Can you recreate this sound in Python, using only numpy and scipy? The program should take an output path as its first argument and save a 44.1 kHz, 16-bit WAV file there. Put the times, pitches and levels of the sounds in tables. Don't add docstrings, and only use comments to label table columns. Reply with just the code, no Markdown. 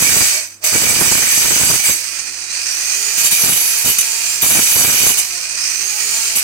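import sys
import numpy as np
from scipy import signal
from scipy.io import wavfile
from scipy.ndimage import uniform_filter1d

SR = 44100
rng = np.random.default_rng(int(sys.argv[2]) if len(sys.argv) > 2 else 0)


def store_wav(level_fs):
    pcm = np.round(np.clip(np.atleast_2d(level_fs), -1, 1) * 32767)
    wavfile.write(sys.argv[1], SR, pcm.T.astype(np.int16))


N = 283563
TIME_S = np.arange(N) / SR

# freq_hz, density_db
RUMBLE_SPECTRUM = [(20, -10), (45, 6), (80, -25), (200, 1), (500, -2), (2000, -5), (10000, -18)]
# pitch_hz, level_db
HUM_TONES = [(101, -57.5), (325, -62.5)]
# pulled_s, released_s
TRIGGER_SPANS = [(0, .28), (.62, 1.764), (2.485, 5.11), (5.56, 6.28)]
# time_s, left_minus_right_db, nearness_db, vent_facing_db
SAW_POSES = [(0.0, -3.5, 2, 2), (0.59, -8.5, 2.5, 0), (0.64, -11, 2, 2.5), (1.84, -6, 0.5, 2),
             (2.22, -8.5, 0, 0.5), (3.49, -7, 0, -3), (4.32, -7.0, 0, 0.5), (4.51, -10, -0.5, -11),
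             (5.17, -9.5, 1, 1), (5.23, -7.5, 0.5, 2), (5.77, -10, 0, -2), (6.43, -1, 1, 1.5)]
# rotor_multiple, level_db
ROTOR_ORDERS = [(1, -31), (1.5, -33.5), (2, -28.5), (2.585, -39), (3, -30.5), (3.63, -29), (9.56, -40),
                (16, -9.5), (32, -19.5)]
# freq_hz, density_db
GEAR_SPECTRUM = [(100, -22), (400, -19), (950, -12), (1400, -6), (2000, -4.5), (2700, -3.5), (3550, -13.5),
                 (4500, 3), (6200, -1), (7300, -1.5), (8900, -1), (9800, -22.5), (15500, -25)]
# freq_hz, width_hz, gain_db
CASE_MODES = [(1930, 160, 3.5), (2454, 220, 10), (6150, 306, 10.5), (9000, 1140, 3)]
# freq_hz, density_db
FAN_SPECTRUM = [(200, -19), (900, -25), (1800, -10.5), (2600, 4), (3600, -3), (4600, 0), (6400, 4.5),
                (9000, 5.5), (10000, 1.5), (15500, -7)]
# start_s, end_s, level_db
HOUSING_GROANS = [(0.31, 0.38, -39), (0.607, 0.714, -36.5)]
# start_s, end_s, bite_db, fade_db_per_s, wobble_db, rotor_drag_per_s
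BONE_CUTS = [(-.01, 0.197, -21.3, 52, 0, 0.53), (.638, 1.74, -21.5, 75, 2, 0.51),
             (1.835, 1.909, -22, 230, -1, 0.52), (3.35, 3.598, -22.5, 53, 3, .38),
             (3.844, 3.909, -19.5, 600, 1, 0.98), (4.413, 5.101, -19.5, 304, 1, .45)]
# start_s, level_db, length_s
BONE_GRAZES = [(0.638, -25, 0.013), (3.172, -21, 0.023), (3.207, -24, 0.019), (3.236, -19, 0.034),
               (3.308, -16.5, 0.03), (3.983, -14.5, 0.01), (5.17, -17, 0.035), (6.352, -19, 0.028)]
# start_s, end_s, level_db
DEEP_DIGS = [(0, 0.23, -27.5), (0.719, 1.24, -29.5), (1.319, 1.449, -37), (1.44, 1.749, -29),
             (1.854, 1.912, -34), (3.427, 3.519, -29.5), (3.842, 3.884, -30), (4.424, 4.6, -28),
             (4.747, 4.935, -28), (4.995, 5.097, -29.5)]
# time_s, level_db
LARGE_CHIPS = [(0.733, -13), (0.868, -3), (0.911, -4), (0.987, -9), (1.028, -7), (1.115, -3.5), (1.152, 2),
               (1.634, 0.5), (4.57, 1), (5.066, 2)]
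# freq_hz, density_db
CHIP_SPECTRUM = [(25, -15), (60, -4.5), (110, -1.5), (200, -2), (400, -5), (800, -9.5), (1600, -9),
                 (5000, -38)]
# freq_hz, density_db
RASP_SPECTRUM = [(100, -33), (400, -4.5), (900, 0), (2000, -2.5), (4000, 5.5), (7000, -38), (10000, -8),
                 (15500, 6.5)]
# freq_hz, width_hz, flat_db, upright_db
BLADE_MODES = [(1850, 570, -8, -30), (2320, 130, -4.5, -10.5), (2408, 400, -15, -8),
               (2950, 210, -9.5, -8.5), (3720, 130, -14, -14.5), (4596, 73, -20, -10),
               (4826, 65, -5, -12.5), (5900, 42, -5.5, -6.5), (6220, 95, -1.5, -3), (6800, 320, -6, -5),
               (7445, 150, -4.5, -4.5), (7800, 170, -0.5, -5.5), (8250, 420, -2, -9.5), (8380, 130, -9, -9),
               (9440, 460, -3, -1), (10954, 100, -16, -3), (11290, 200, -0.5, -0.5),
               (13000, 240, -39, -1.5), (13500, 310, -6.5, -5.5)]
# start_s, end_s, level_db, fade_db_per_s
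SING_SPAN = (3.48, 3.82, -20.5, 200)
# freq_hz, width_hz, level_db
SING_MODES = [(10890, 110, 0), (12910, 150, -3.5)]

INITIAL_HZ, FREE_HZ, GEAR_RATIO = 371, 473.2, 18.4
JAM_S, FREED_S = .365, .603
UPRIGHT_S = 2.5
BITE_ATTACK_S = .008


def gain_of(db):
    return np.exp(np.asarray(db) * (np.log(10) / 20))


def unit_rms(x):
    return x / np.sqrt(np.mean(x ** 2) + 1e-20)


def during(start_s, end_s):
    return 1.0 * ((TIME_S >= start_s) & (TIME_S < end_s))


def stroke(start_s, end_s, attack_s, fade_db_per_s):
    fade_db = np.minimum(fade_db_per_s * np.maximum(TIME_S - end_s, 0), 200)
    return np.clip((TIME_S - start_s) / attack_s, 0, 1) * gain_of(-fade_db)


def wander(rate_hz):
    knots = rng.standard_normal(2 ** 14)
    return unit_rms(np.interp(TIME_S * (2.5 * rate_hz), np.arange(len(knots)), knots))


def linger(x, decay_s):
    pole = np.exp(-1 / (decay_s * SR))
    return signal.lfilter([1 - pole], [1, -pole], x)


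def diffuse(shared=.23, lag_samples=6):
    noise = rng.standard_normal((3, N), dtype=np.float32)
    direct = np.array([noise[2], np.roll(noise[2], lag_samples)])
    return np.sqrt(1 - shared) * noise[:2] + np.sqrt(shared) * direct


def strikes(per_s, spread_db, decay_s, shared=.3):
    sizes = gain_of(spread_db * np.minimum(rng.exponential(1, N), 4))
    hits = sizes * (rng.random(N) < per_s / SR)
    return unit_rms(np.sqrt(linger(hits ** 2, decay_s)) * diffuse(shared))


def colour(x, spectrum, peaks=(), size=4096):
    hz = abs(np.fft.fftfreq(size, 1 / SR))
    knots_hz, knots_db = np.transpose(spectrum)
    db = np.interp(np.log(hz + 1), np.log(knots_hz + 1), knots_db)
    for peak_hz, width_hz, gain_db in peaks:
        db += gain_db / (1 + (2 * (hz - peak_hz) / width_hz) ** 2)
    log_response = np.conj(signal.hilbert(np.log(gain_of(db))))
    impulse = np.fft.ifft(np.exp(log_response)).real[:size // 2]
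    return signal.oaconvolve(x, impulse[None] / np.linalg.norm(impulse), axes=1)[:, :N]


def ring(x, hz, width_hz):
    radius = np.exp(-np.pi * width_hz / SR)
    feedback = [1, -2 * radius * np.cos(2 * np.pi * hz / SR), radius ** 2]
    return signal.lfilter([1, 0, -1], feedback, x) * np.sqrt((1 - radius ** 2) / 2)


def panned(x, balance_db):
    return x * gain_of(np.array([[.5], [-.5]]) * balance_db)


def shaded(x, balance_db, shadow_hz=1000, lag_samples=10):
    bass = signal.sosfiltfilt(signal.butter(2, shadow_hz, fs=SR, output="sos"), x)
    return np.array([bass[0], np.roll(bass[0], lag_samples)]) + panned(x - bass, balance_db)


def room_tone(rumble_db=-53):
    hum = sum(gain_of(db) * np.sqrt(2) * np.sin(2 * np.pi * (hz * TIME_S + rng.random()))
              for hz, db in HUM_TONES)
    return hum + gain_of(rumble_db) * colour(diffuse(shared=.85), RUMBLE_SPECTRUM)


def reflections(x, wall_db=-3, drift_hz=1.5, reach_s=.03, count=8):
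    out = x.copy()
    for ear in range(2):
        for delay_s in reach_s * rng.uniform(.1, 1, count):
            lag = 1 + int(delay_s * SR)
            echo = gain_of(wall_db) / np.sqrt(count) * wander(drift_hz) * x[ear]
            out[ear, lag:] += echo[:-lag]
    return out / np.sqrt(1 + gain_of(wall_db) ** 2)


def rotor_speed_hz(trigger, run_up_tau_s=.335, coast_tau_s=1.45, jam_drag_per_s=5):
    pull_per_s = trigger / run_up_tau_s
    friction_per_s = (1 - trigger) / coast_tau_s
    load_per_s = sum(drag * during(start_s, end_s) for start_s, end_s, *_, drag in BONE_CUTS)
    load_per_s += jam_drag_per_s * during(JAM_S, FREED_S)
    slowing = np.exp(np.cumsum(pull_per_s + friction_per_s + load_per_s) / SR)
    return (INITIAL_HZ + np.cumsum(FREE_HZ * pull_per_s * slowing) / SR) / slowing


def jam_gain(fade_db_per_s=88, breakaway_s=.024):
    stuck = np.clip(1 - (TIME_S - FREED_S) / breakaway_s, 0, 1)
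    return gain_of(-fade_db_per_s * np.maximum(TIME_S - JAM_S, 0) * stuck)


def housing_groan(pitch_hz=615, width_hz=45):
    strain = sum(gain_of(db) * stroke(start_s, end_s, attack_s=.025, fade_db_per_s=250)
                 for start_s, end_s, db in HOUSING_GROANS)
    return ring(strain * diffuse(), pitch_hz, width_hz)


def gear_clatter(flutter_db=1.5):
    impacts = strikes(per_s=1500, spread_db=2, decay_s=.002) * gain_of(flutter_db * wander(50))
    return colour(impacts, GEAR_SPECTRUM, CASE_MODES)


def gear_mesh(rotor_hz, multiple=15.8, spread_hz=330, onset_hz=295, full_hz_per_s=300):
    climb_hz_per_s = np.gradient(uniform_filter1d(rotor_hz, SR // 10)) * SR
    torque = np.clip(climb_hz_per_s / full_hz_per_s, 0, 1)
    fade_in = np.clip((rotor_hz - onset_hz) / 20, 0, 1)
    carrier = np.sin(2 * np.pi * np.cumsum(multiple * rotor_hz) / SR)
    return np.sqrt(2 * torque) * fade_in * carrier * np.array([wander(spread_hz), wander(spread_hz)])


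def whine(rotor_hz, brush_gain, waver=.001, flicker_db=3, ear_lag_cycles=.1):
    turns = np.cumsum(rotor_hz * (1 + waver * wander(60))) / SR
    out = np.zeros((2, N))
    for multiple, db in ROTOR_ORDERS:
        drive = brush_gain if multiple > 5 else 1
        cycles = multiple * turns + rng.random()
        for ear in range(2):
            level = drive * gain_of(db + flicker_db * wander(12.5))
            out[ear] += level * np.sin(2 * np.pi * (cycles - ear * ear_lag_cycles))
    return np.sqrt(2) * out


def fan(vent_db):
    return gain_of(vent_db) * colour(diffuse(), FAN_SPECTRUM)


def motor(rotor_hz, trigger, bite, level_db=-18.5, gears_db=-2, mesh_db=-9, fan_db=-3,
          coast_db=.3, coast_drive_db=-3, flat_drive_db=4, smother_db=-28, reference_hz=450):
    _, nearness_db, vent_db = pose_db()
    pace = np.clip(rotor_hz / reference_hz, .3, 2)
    coasting = linger(1 - trigger, decay_s=.027)
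    unloaded = 1 / (1 + (bite / gain_of(smother_db)) ** 2)
    powered_flat = (1 - coasting) * (TIME_S < UPRIGHT_S)
    drive = gain_of(coast_drive_db * coasting + flat_drive_db * powered_flat)
    clatter = gain_of(gears_db) * pace ** (1.15 * coasting) * gear_clatter()
    mesh = gain_of(mesh_db) * unloaded * gear_mesh(rotor_hz)
    air = gain_of(fan_db) * drive * pace ** 2.53 * fan(vent_db)
    tones = pace ** 2.6 * whine(rotor_hz, drive ** 2 * unloaded)
    return gain_of(level_db + coast_db * coasting + nearness_db) * (clatter + mesh + air + tones)


def pose_db():
    times_s, *columns = np.transpose(SAW_POSES)
    return [np.interp(TIME_S, times_s, column) for column in columns]


def grazes():
    envelope = np.zeros(N)
    for start_s, db, length_s in BONE_GRAZES:
        progress = np.clip((TIME_S - start_s) / length_s, 0, 1)
        envelope += gain_of(db) * np.sqrt(abs(np.sin(np.pi * progress)))
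    return envelope


def tooth_bite(rotor_hz, wobble, uneven_db=.5):
    cutting = sum(stroke(start_s, end_s, BITE_ATTACK_S, fade_db_per_s) * gain_of(db + wobble_db * wobble)
                  for start_s, end_s, db, fade_db_per_s, wobble_db, _ in BONE_CUTS)
    return cutting * (rotor_hz / FREE_HZ) ** .22 * gain_of(uneven_db * wander(40)) + grazes()


def bone_chips(bite, wobble, small_db=2.5, large_db=7.5, graze_db=-16, crumbs_db=-24, wobble_db=4.2):
    digging = sum(gain_of(db) * stroke(start_s, end_s, attack_s=.006, fade_db_per_s=360)
                  for start_s, end_s, db in DEEP_DIGS)
    spurts = gain_of(small_db + wobble_db * wobble) * digging
    tearing = spurts + gain_of(graze_db) * grazes() + gain_of(crumbs_db) * bite
    energy = np.zeros(N)
    for time_s, db in LARGE_CHIPS:
        energy[round(time_s * SR)] += gain_of(db + large_db) ** 2
    large = np.sqrt(linger(energy, decay_s=.0015)) * diffuse(shared=.096)
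    small = tearing * strikes(per_s=380, spread_db=3, decay_s=.0024, shared=.069)
    return colour(small + large, CHIP_SPECTRUM)


def disc_sing(drift_db=3):
    start_s, end_s, level_db, fade_db_per_s = SING_SPAN
    brushing = stroke(start_s, end_s, BITE_ATTACK_S, fade_db_per_s)
    brushing *= gain_of(level_db + drift_db * wander(25))
    return sum(ring(brushing * gain_of(db) * diffuse(), hz, width_hz) for hz, width_hz, db in SING_MODES)


def blade(bite, rasp_db=2, drift_db=3, tail_share=.11, tail_s=.028, damping_hz=11000):
    teeth = bite * strikes(per_s=2100, spread_db=6, decay_s=.00075)
    sound = gain_of(rasp_db) * colour(teeth, RASP_SPECTRUM)
    ringing = np.sqrt((1 - tail_share) * bite ** 2 + tail_share * linger(bite ** 2, tail_s))
    for hz, width_hz, flat_db, upright_db in BLADE_MODES:
        mode_db = np.where(TIME_S > UPRIGHT_S, upright_db, flat_db) + drift_db * wander(16)
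        damping = .58 + (hz / damping_hz) ** 2
        sound += ring(ringing * gain_of(mode_db) * diffuse(), hz, width_hz * damping)
    return sound


def scene():
    trigger = sum(during(pulled_s, released_s) for pulled_s, released_s in TRIGGER_SPANS)
    rotor_hz, turning = rotor_speed_hz(trigger), jam_gain()
    disc_turns = np.cumsum(rotor_hz / GEAR_RATIO) / SR
    wobble = np.sin(2 * np.pi * (disc_turns + rng.random()))
    bite = tooth_bite(rotor_hz, wobble) * turning
    body = motor(rotor_hz, trigger, bite) * turning + housing_groan()
    disc = blade(bite) + disc_sing()
    body_balance_db, _, _ = pose_db()
    saw = reflections(shaded(body, body_balance_db) + panned(disc, balance_db=-3.5))
    return saw + panned(bone_chips(bite, wobble), balance_db=-3) + room_tone()


def record(dry, ceiling=.98, cutoff_hz=15850):
    rounded = ceiling * np.tanh(dry / ceiling)
    lowpass = signal.firwin(511, cutoff_hz, window=("kaiser", 9), fs=SR)
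    return signal.oaconvolve(rounded, lowpass[None], "same")


dry = scene()
out = record(dry)
store_wav(out)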